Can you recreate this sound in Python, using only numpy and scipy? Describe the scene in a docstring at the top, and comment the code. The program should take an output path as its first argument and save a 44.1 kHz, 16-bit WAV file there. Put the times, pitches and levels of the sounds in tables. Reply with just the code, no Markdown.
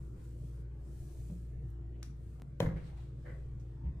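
"""At a workbench in a small, quiet room with a low machine hum, a hand press stamps leather.
A hand slides the leather into place with a soft hiss, and the steel lever clicks.
The press clunks against its stop: its frame rings briefly, the bench shakes and loose parts rattle.
Sleeves rustle, the mechanism scuffs and squeaks on its way back, and the bench takes a last soft bump."""
import sys
import numpy as np
from scipy import signal
from scipy.fft import rfft, irfft, next_fast_len
from scipy.io import wavfile
from scipy.ndimage import uniform_filter1d, map_coordinates

SR = 44100
rng = np.random.default_rng(int(sys.argv[2]) if len(sys.argv) > 2 else 0)


def int16_out(signal):
    """Quantize to a 16-bit WAV file."""
    q = np.round(np.clip(np.atleast_2d(signal).T, -1, 1) * 32767)
    wavfile.write(sys.argv[1], SR, q.astype(np.int16))


N = 176400
T = np.arange(N) / SR

# How alike the two ears hear the room's air and the rubs: pitch_hz, likeness (1 = the same)
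AIR_LIKENESS = [(60,1),(150,0.93),(350,0.77),(700,0.11),(1500,0.067),(8000,0.052)]


def amp(db):
    """Turn decibels into a gain to multiply by."""
    return 10 ** (np.asarray(db) / 20)


def unit(x):
    """Scale a signal to an average (rms) level of 1."""
    return x / np.sqrt(np.mean(x ** 2) + 1e-20)


def along(points, hz):
    """Read between (pitch_hz, value) points, with octaves evenly spaced."""
    pitches, values = np.transpose(points)
    return np.interp(np.log(hz + 1), np.log(pitches + 1), values)


def wobble(rate):
    """A smooth curve through `rate` random values a second."""
    return map_coordinates(rng.standard_normal(int(N * rate / SR) + 4), [T * rate])


def filtered(x, response):
    """Turn each frequency of x up or down by response(hz)."""
    size = next_fast_len(N + SR // 2)
    return irfft(rfft(x, size) * response(np.fft.rfftfreq(size, 1 / SR)), size)[..., :N]


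def spread(pair, likeness):
    """Blend two unrelated signals into a left and right that are partly alike."""
    turn = lambda hz: np.arccos(np.clip(along(likeness, hz), -1, 1)) / 2
    mid, side = filtered(pair, lambda hz: np.array([np.cos(turn(hz)), np.sin(turn(hz))]))
    return np.array([mid + side, mid - side])


def noise(colour, likeness, tilt_db=0, patchy_db=2):
    """Slightly patchy stereo noise; colour sets its lows and highs, tilt_db adds treble per octave."""
    spectrum = signal.stft(rng.standard_normal((2, N)), nperseg=1024)[2]
    patches = uniform_filter1d(rng.standard_normal(spectrum.shape[1:]), size=4, axis=0)
    patches = uniform_filter1d(patches, size=10, axis=1)
    spectrum *= amp(patchy_db * np.clip(unit(patches), -2, 2))
    stereo = spread(signal.istft(spectrum, nperseg=1024)[1][:, :N], likeness)
    return unit(filtered(stereo, lambda hz: amp(along(colour, hz) + tilt_db * np.log2(hz + 1))))


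def pan(db):
    """Gains that make the left side db louder than the right."""
    return amp(np.array([[db], [-db]]) / 2)


def swell(peak_s, rise_s, fall_s):
    """A smooth hump in loudness."""
    return np.exp(-((T - peak_s) / np.where(T < peak_s, rise_s, fall_s)) ** 2)


def decay(start_s, fade_s):
    """Silence, then a sudden start that dies away. Every fade_s is the time to drop 60 dB."""
    return (T >= start_s) * amp(-60 * np.maximum(T - start_s, 0) / fade_s)


def ring(tones, start_s, attack_s):
    """A struck object sounds its own fading tones, each given as (pitch_hz, level_db, fade_s)."""
    t = T[:SR]
    ringing = sum(amp(db - 60 * t / fade) * np.sin(2 * np.pi * hz * t) for hz, db, fade in tones)
    return np.pad(ringing * (1 - np.exp(-t / attack_s)), (round(start_s * SR), N))[:N]


def room(x, echo_db):
    """Add the room's echo, in which each frequency dies at its own speed."""
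    # How long the room rings: pitch_hz, fade_s
    fades = [(60,0.39),(150,0.57),(500,0.52),(900,0.45),(2000,0.33),(3000,0.3),(6000,0.31),(14000,0.27)]
    # How alike the two ears hear the echo: pitch_hz, likeness
    likeness = [(100,0.93),(300,0.7),(550,0.9),(1100,0),(8000,0.47)]
    hz, t, spectrum = signal.stft(rng.standard_normal((2, SR)), SR, nperseg=256)
    tail = signal.istft(spectrum * amp(-60 * t / along(fades, hz)[:, None]), SR, nperseg=256)[1]
    tail = spread(tail, likeness)[:, :SR] * np.clip(T[:SR] / 0.0076, 0, 1) ** 2
    echo = signal.fftconvolve(np.atleast_2d(x), tail / np.linalg.norm(tail[0]), axes=1)[:, :N]
    return x + amp(echo_db) * echo


def nearby(x, count=8, total_db=-21.5, latest_s=0.012):
    """Sound bounces off the press and bench, adding weak, late copies that differ at each ear."""
    delays = (rng.uniform(0.00056, latest_s, (2, count)) * SR).astype(int)
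    gains = amp(total_db) / np.sqrt(count) * rng.choice([-1, 1], (2, count))
    copies = np.zeros((2, N))
    for ear in range(2):
        for delay, gain in zip(delays[ear], gains[ear]):
            copies[ear] += gain * np.pad(x[ear], (delay, 0))[:N]
    return x + copies


def hum_and_air(waver_db=1.5, drift_radians=0.22, air_db=-50.5):
    """A machine hums in slightly unsteady tones over the soft rush of the room's air."""
    # The tones of the hum: pitch_hz, level_db
    tones = [(59.2, -44.5), (118.8, -52.5), (140.0, -57), (285.3, -73), (338.5, -67), (441.4, -76.5)]
    # How the hum swells and eases: time_s, change_db
    swells = [(0,1),(.2,-6),(.3,-1),(1.2,-1),(1.9,-1),(2.33,-1),(2.48,-4.5),(3.1,0),(3.7,-0.5)]
    # The colour of the air: pitch_hz, level_db
    air_colour = [(20,-7),(33,-12.5),(52,-6),(85,-6.5),(135,-0.5),(170,-11.5),(220,-18.5),(330,-19.5),(480,-25.5),(700,-33.5),(1000,-37),(1600,-40.5),(2800,-50),(5000,-56),(9000,-58),(12000,-70),(15500,-62)]
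    hum = np.zeros(N)
    for hz, db in tones:
        waver = (hz / tones[0][0]) ** 0.25  # higher tones waver more
        level = amp(db + waver_db * waver * wobble(3.807))
        hum += level * np.sin(2 * np.pi * (hz * T + rng.random()) + drift_radians * waver * wobble(9))
    hum *= np.sqrt(2) * amp(np.interp(T, *np.transpose(swells)))
    air = amp(air_db) * noise(air_colour, AIR_LIKENESS, patchy_db=3.5)
    return (hum + air) * pan(db=0.82)


def leather(grain_db=1.0):
    """Leather hisses with a fine grain as it slides over the steel bed and the hand draws away."""
    # How loud the sliding is: time_s, level_db
    slide = [(0,-76.5),(.15,-81),(.24,-72.5),(.36,-77),(.47,-73.5),(.61,-77),(.68,-98),(.77,-88),(.86,-76),(1,-69.5),(1.19,-69.5),(1.32,-71),(1.48,-79.5),(1.58,-88),(1.7,-83),(1.8,-105)]
    # The colour of the hiss: pitch_hz, level_db
    colour = [(300,-25),(1200,-15),(2000,-2),(2450,2.5),(2800,-3.5),(3100,2),(3500,0),(5300,3),(6700,3),(7500,6.5),(10000,3.5),(11500,-1.5),(15500,0)]
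    level = amp(np.interp(T, *np.transpose(slide)) + grain_db * wobble(900))
    return level * noise(colour, likeness=[(1000, 0.29), (8000, 0.1)]) * pan(db=2.5)


def rubs(grain_db=2):
    """Hand and leather rub on the bench, each time making a soft noise around one pitch."""
    # The rubs: peak_s, rise_s, fall_s, level_db, pitch_hz, width_octaves
    strokes = [(.21,.05,0.091,-77.5,1680,0.58),(.3,0.26,0.24,-65.5,365,0.5),(1.2,0.25,0.25,-74,463,0.42),(1.318,0.0085,0.053,-66,447,0.44),(1.96,0.034,0.1,-79,2400,0.45),(2.92,0.047,0.1,-67,720,0.31),(3.247,0.0043,0.023,-58,480,0.36),(3.84,0.029,0.069,-69.5,920,0.11),(3.875,0.037,0.032,-75.5,2060,0.4)]
    out = np.zeros((2, N))
    for peak, rise, fall, db, pitch, width in strokes:
        hiss = spread(rng.standard_normal((2, N)), AIR_LIKENESS)
        band = filtered(hiss, lambda hz: np.exp(-(np.log2((hz + 1) / pitch) / width) ** 2 / 2))
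        out += amp(db) * swell(peak, rise, fall) * unit(band)
    return out * amp(grain_db * wobble(60))


def clunk(right_lag_s=0.00012, attack_pitch_hz=535, crack_db=-35.5, crack_fade_s=0.018):
    """Blows make the heavy frame knock and crack; the loudest is the press meeting its stop."""
    # Blows on the frame: start_s, knock_db, crack_change_db, attack_s (for a tone at attack_pitch_hz)
    blows = [(1.299,-34.5,-45,0.0024),(2.6027,2,-1.5,0.0021),(2.648,-17.5,-31,0.0043)]
    # The frame's own tones: pitch_hz, level_db, fade_s
    frame_tones = [(490,-31.5,0.05),(531,-19.5,0.031),(581,-28.5,0.027),(734,-35.5,0.062),(961,-28,0.028),(1280,-45,0.03),(1590,-43,0.04),(1824,-38,0.012),(1930,-33.5,0.015),(2490,-42,0.036),(3134,-35.5,0.02),(4080,-41,0.018),(5200,-51,0.015),(5750,-46,0.016),(6550,-47,0.012)]
    # How strongly the knock reaches the room: pitch_hz, change_db
    reach = [(500,-5.5),(1000,-3),(2000,-4),(3200,-11),(6000,-6)]
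    # The colour of the crack: pitch_hz, level_db
    crack_colour = [(300,-17),(900,0),(1300,9),(2000,10),(2700,-9),(3700,1),(4600,-7),(6000,-4),(9000,-7),(10600,-3.5),(12000,-15),(14800,-7),(15500,-10)]
    # How far the crack leans left: pitch_hz, left_over_right_db
    crack_lean = [(1000,1.1),(2500,3.9),(5000,1.6),(9000,1.7),(14000,8)]
    knock = sum(amp(db) * ring([tone], start, attack * attack_pitch_hz / tone[0])  # high tones rise sooner
                for start, db, _, attack in blows for tone in frame_tones)
    sides = np.array([[1], [-1]])
    knock = filtered(knock, lambda hz: np.exp(1j * np.pi * hz * right_lag_s * sides)) * pan(db=3.3)
    into_room = filtered(knock, lambda hz: amp(along(reach, hz)))
    knock_echo = room(into_room, echo_db=-4.5) - into_room
    crack = noise(crack_colour, likeness=[(1000, 0.043), (8000, 0.16)])
    crack = filtered(crack, lambda hz: amp(along(crack_lean, hz) * sides / 2))
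    crack *= sum(amp(crack_db + change) * decay(start, crack_fade_s) for start, _, change, _ in blows)
    return nearby(knock) + knock_echo + room(nearby(crack), echo_db=-3)


def bench(sway_fade_s=0.33):
    """Each bump sways the bench and drums its wooden top, at a pitch set by where it lands."""
    # Bumps on the bench: start_s, sway_db, sway_hz, top_db, attack_s, top_pitch_ratio
    bumps = [(1.299,-59,57,-30.5,0.0049,1.187),(2.604,-43,56,-21.5,0.004,1.1),(2.651,-27,57,-27.5,0.002,1.0),(2.671,-52,57.4,-26,0.0034,1.1),(2.737,-28.5,58,-34,0.005,1.0),(3.304,-60,57,-40.5,0.0014,1.0),(3.819,-47,65,-39,0.015,1.15),(3.849,-26,68.6,-35.5,0.0098,1.15),(3.91,-56,57,-39,0.0097,1.08)]
    # The wooden top's own tones: pitch_hz, level_db, fade_s
    top_tones = [(110.6,1,0.098),(147.14,-6.5,0.35),(175,-12.5,0.2),(220,-15.5,0.11),(296,-22.5,0.1),(368,-17,0.052),(485.5,-28,0.16)]
    out = np.zeros(N)
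    for start, sway_db, sway_hz, top_db, attack, ratio in bumps:
        top = [(hz * ratio, db + top_db, fade) for hz, db, fade in top_tones]
        out += ring([(sway_hz, sway_db, sway_fade_s)] + top, start, attack)
    return room(out, echo_db=-13.5)


def lever_clicks():
    """Steel parts snap together, and the lever's pin rings for an instant."""
    # The clicks: start_s, level_db, fade_s, left_over_right_db, tilt_db_per_octave, pin_change_db
    clicks = [(1.704,-65.5,0.023,11,18,-34),(2.0278,-47.5,0.017,0.5,-7,-29),(2.03,-44.5,0.013,3.5,4.5,-3),(2.6,-51,0.028,6,-3,-8),(3.598,-72.5,0.11,3,1.5,-4)]
    # The colour of the snap: pitch_hz, level_db
    colour = [(400,-52),(800,-30),(1150,-5),(2000,6.5),(3200,-0.5),(4700,0),(5800,7.5),(7200,-0.5),(9500,-3.5),(11500,-12),(15000,-15)]
    # The pin's own tones: pitch_hz, level_db, fade_s
    pin_tones = [(2110,-18,.012),(5500,-6,0.011),(6150,-27,0.01),(9580,-25,.01)]
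    out = np.zeros((2, N))
    for start, db, fade, side, tilt, pin_db in clicks:
        snap = noise(colour, likeness=[(1000, 0.46), (8000, 0.15)], tilt_db=tilt) * decay(start, fade)
        pin = amp(pin_db) * ring(pin_tones, start, attack_s=0.0002)
        out += amp(db) * pan(side) * (snap + pin)
    return room(out, echo_db=-5)


def sleeves(grain_db=0.5):
    """Cloth rubs in a soft swell with each move of the arm."""
    # The rustles: peak_s, rise_s, fall_s, level_db, tilt_db_per_octave
    rustles = [(2.3,0.14,0.15,-76.5,7.5),(2.8,0.08,0.041,-54.5,-3),(2.87,0.048,0.071,-64,0),(2.985,0.033,0.12,-69,0.5),(3.3,0.15,0.2,-76.5,3.5),(3.7,0.18,0.13,-84.5,4)]
    # The colour of rubbing cloth: pitch_hz, level_db
    colour = [(300,9.5),(800,3),(2000,4),(4000,-1.5),(6000,-9),(8500,-7),(11500,-20),(15500,-18)]
    out = sum(amp(db) * swell(peak, rise, fall) * noise(colour, likeness=[(1000, 0.11)], tilt_db=tilt)
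              for peak, rise, fall, db, tilt in rustles)
    return out * amp(grain_db * wobble(170)) * pan(db=1.5)


def ticks(fade_s=0.02):
    """Two tiny ticks with no echo come just before the loud clunk."""
    # The ticks: start_s, peak_db
    pulses = [(2.399,-49.5),(2.4202,-39.5)]
    return sum(amp(db) * decay(start, fade_s) for start, db in pulses)


def rattle(grain_db=3):
    """Loose parts chatter in dull, grainy bursts as the press settles."""
    # The bursts: start_s, level_db, fade_s
    bursts = [(2.613,-40,0.2),(2.631,-46,0.086),(2.66,-44.5,0.12),(2.687,-51.5,0.25)]
    # The colour of the chatter: pitch_hz, level_db
    colour = [(120,-3),(175,11.5),(220,9),(260,-1),(310,10),(450,-1),(650,-4),(850,-10),(1050,-2.5),(1300,-11),(1600,-8),(2000,-7),(2500,-21.5),(4000,-30),(9000,-46),(15000,-57)]
    level = sum(amp(db) * decay(start, fade) for start, db, fade in bursts)
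    level *= amp(grain_db * wobble(250))
    chatter = noise(colour, likeness=[(300, 1.0), (1000, 0.18), (4000, 0.1)])
    return room(level * chatter * pan(db=-1), echo_db=-9)


def scuffs(grain_db=2):
    """The mechanism rubs in short, grainy strokes on its way back."""
    # The scuffs: start_s, level_db, attack_s, hold_s, fade_s, tilt_db_per_octave
    strokes = [(2.762,-54,0.0018,0.0057,0.18,0.5),(3.252,-56,0.0056,0.036,0.3,0)]
    # The colour of a scuff: pitch_hz, level_db
    colour = [(200,-16),(330,5.5),(530,11.5),(800,-7.5),(1150,-3),(1500,0),(1900,4),(2300,-6.5),(2700,-18),(3000,-11.5),(3500,-27),(4200,-23),(6300,-33),(8500,-29.5),(15000,-40)]
    out = np.zeros((2, N))
    for start, db, attack, hold, fade, tilt in strokes:
        rise = np.clip((T - start) / attack, 0, 1)
        fall = np.where(T < start + hold, 1, decay(start + hold, fade))
        out += amp(db) * rise * fall * noise(colour, likeness=[(1000, 0.24)], tilt_db=tilt)
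    return room(out * amp(grain_db * wobble(300)), echo_db=-5)


def squeaks(rough_radians=0.5):
    """The press's returning slide sticks and slips for an instant, rising in pitch."""
    # The squeaks: peak_s, half_length_s, level_db, pitch_hz, glide_hz_per_s
    slips = [(3.264,0.013,-65,1824,2980),(3.3,.007,-58,1970,11900)]
    out = np.zeros(N)
    for peak, half, db, hz, glide in slips:
        t = T - peak
        phase = 2 * np.pi * (hz + glide * t / 2) * t + rough_radians * wobble(500)
        out += amp(db) * swell(peak, half, half) * np.sin(phase)
    return room(np.sqrt(2) * out * pan(db=1), echo_db=-8)


def scene():
    """Add up everything heard at the workbench, left and right."""
    soft_sounds = hum_and_air() + leather() + sleeves() + rubs()
    return soft_sounds + scuffs() + squeaks() + clunk() + rattle() + lever_clicks() + ticks() + bench()


def record(dry, edge_s=0.004, highest_hz=15500):
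    """Fade the sound quickly in and out, and cut the very highest treble."""
    fade = np.clip(np.minimum(T, T[-1] - T) / edge_s, 0, 1)
    return filtered(dry * fade, lambda hz: hz < highest_hz)


dry = scene()
out = record(dry)
int16_out(out)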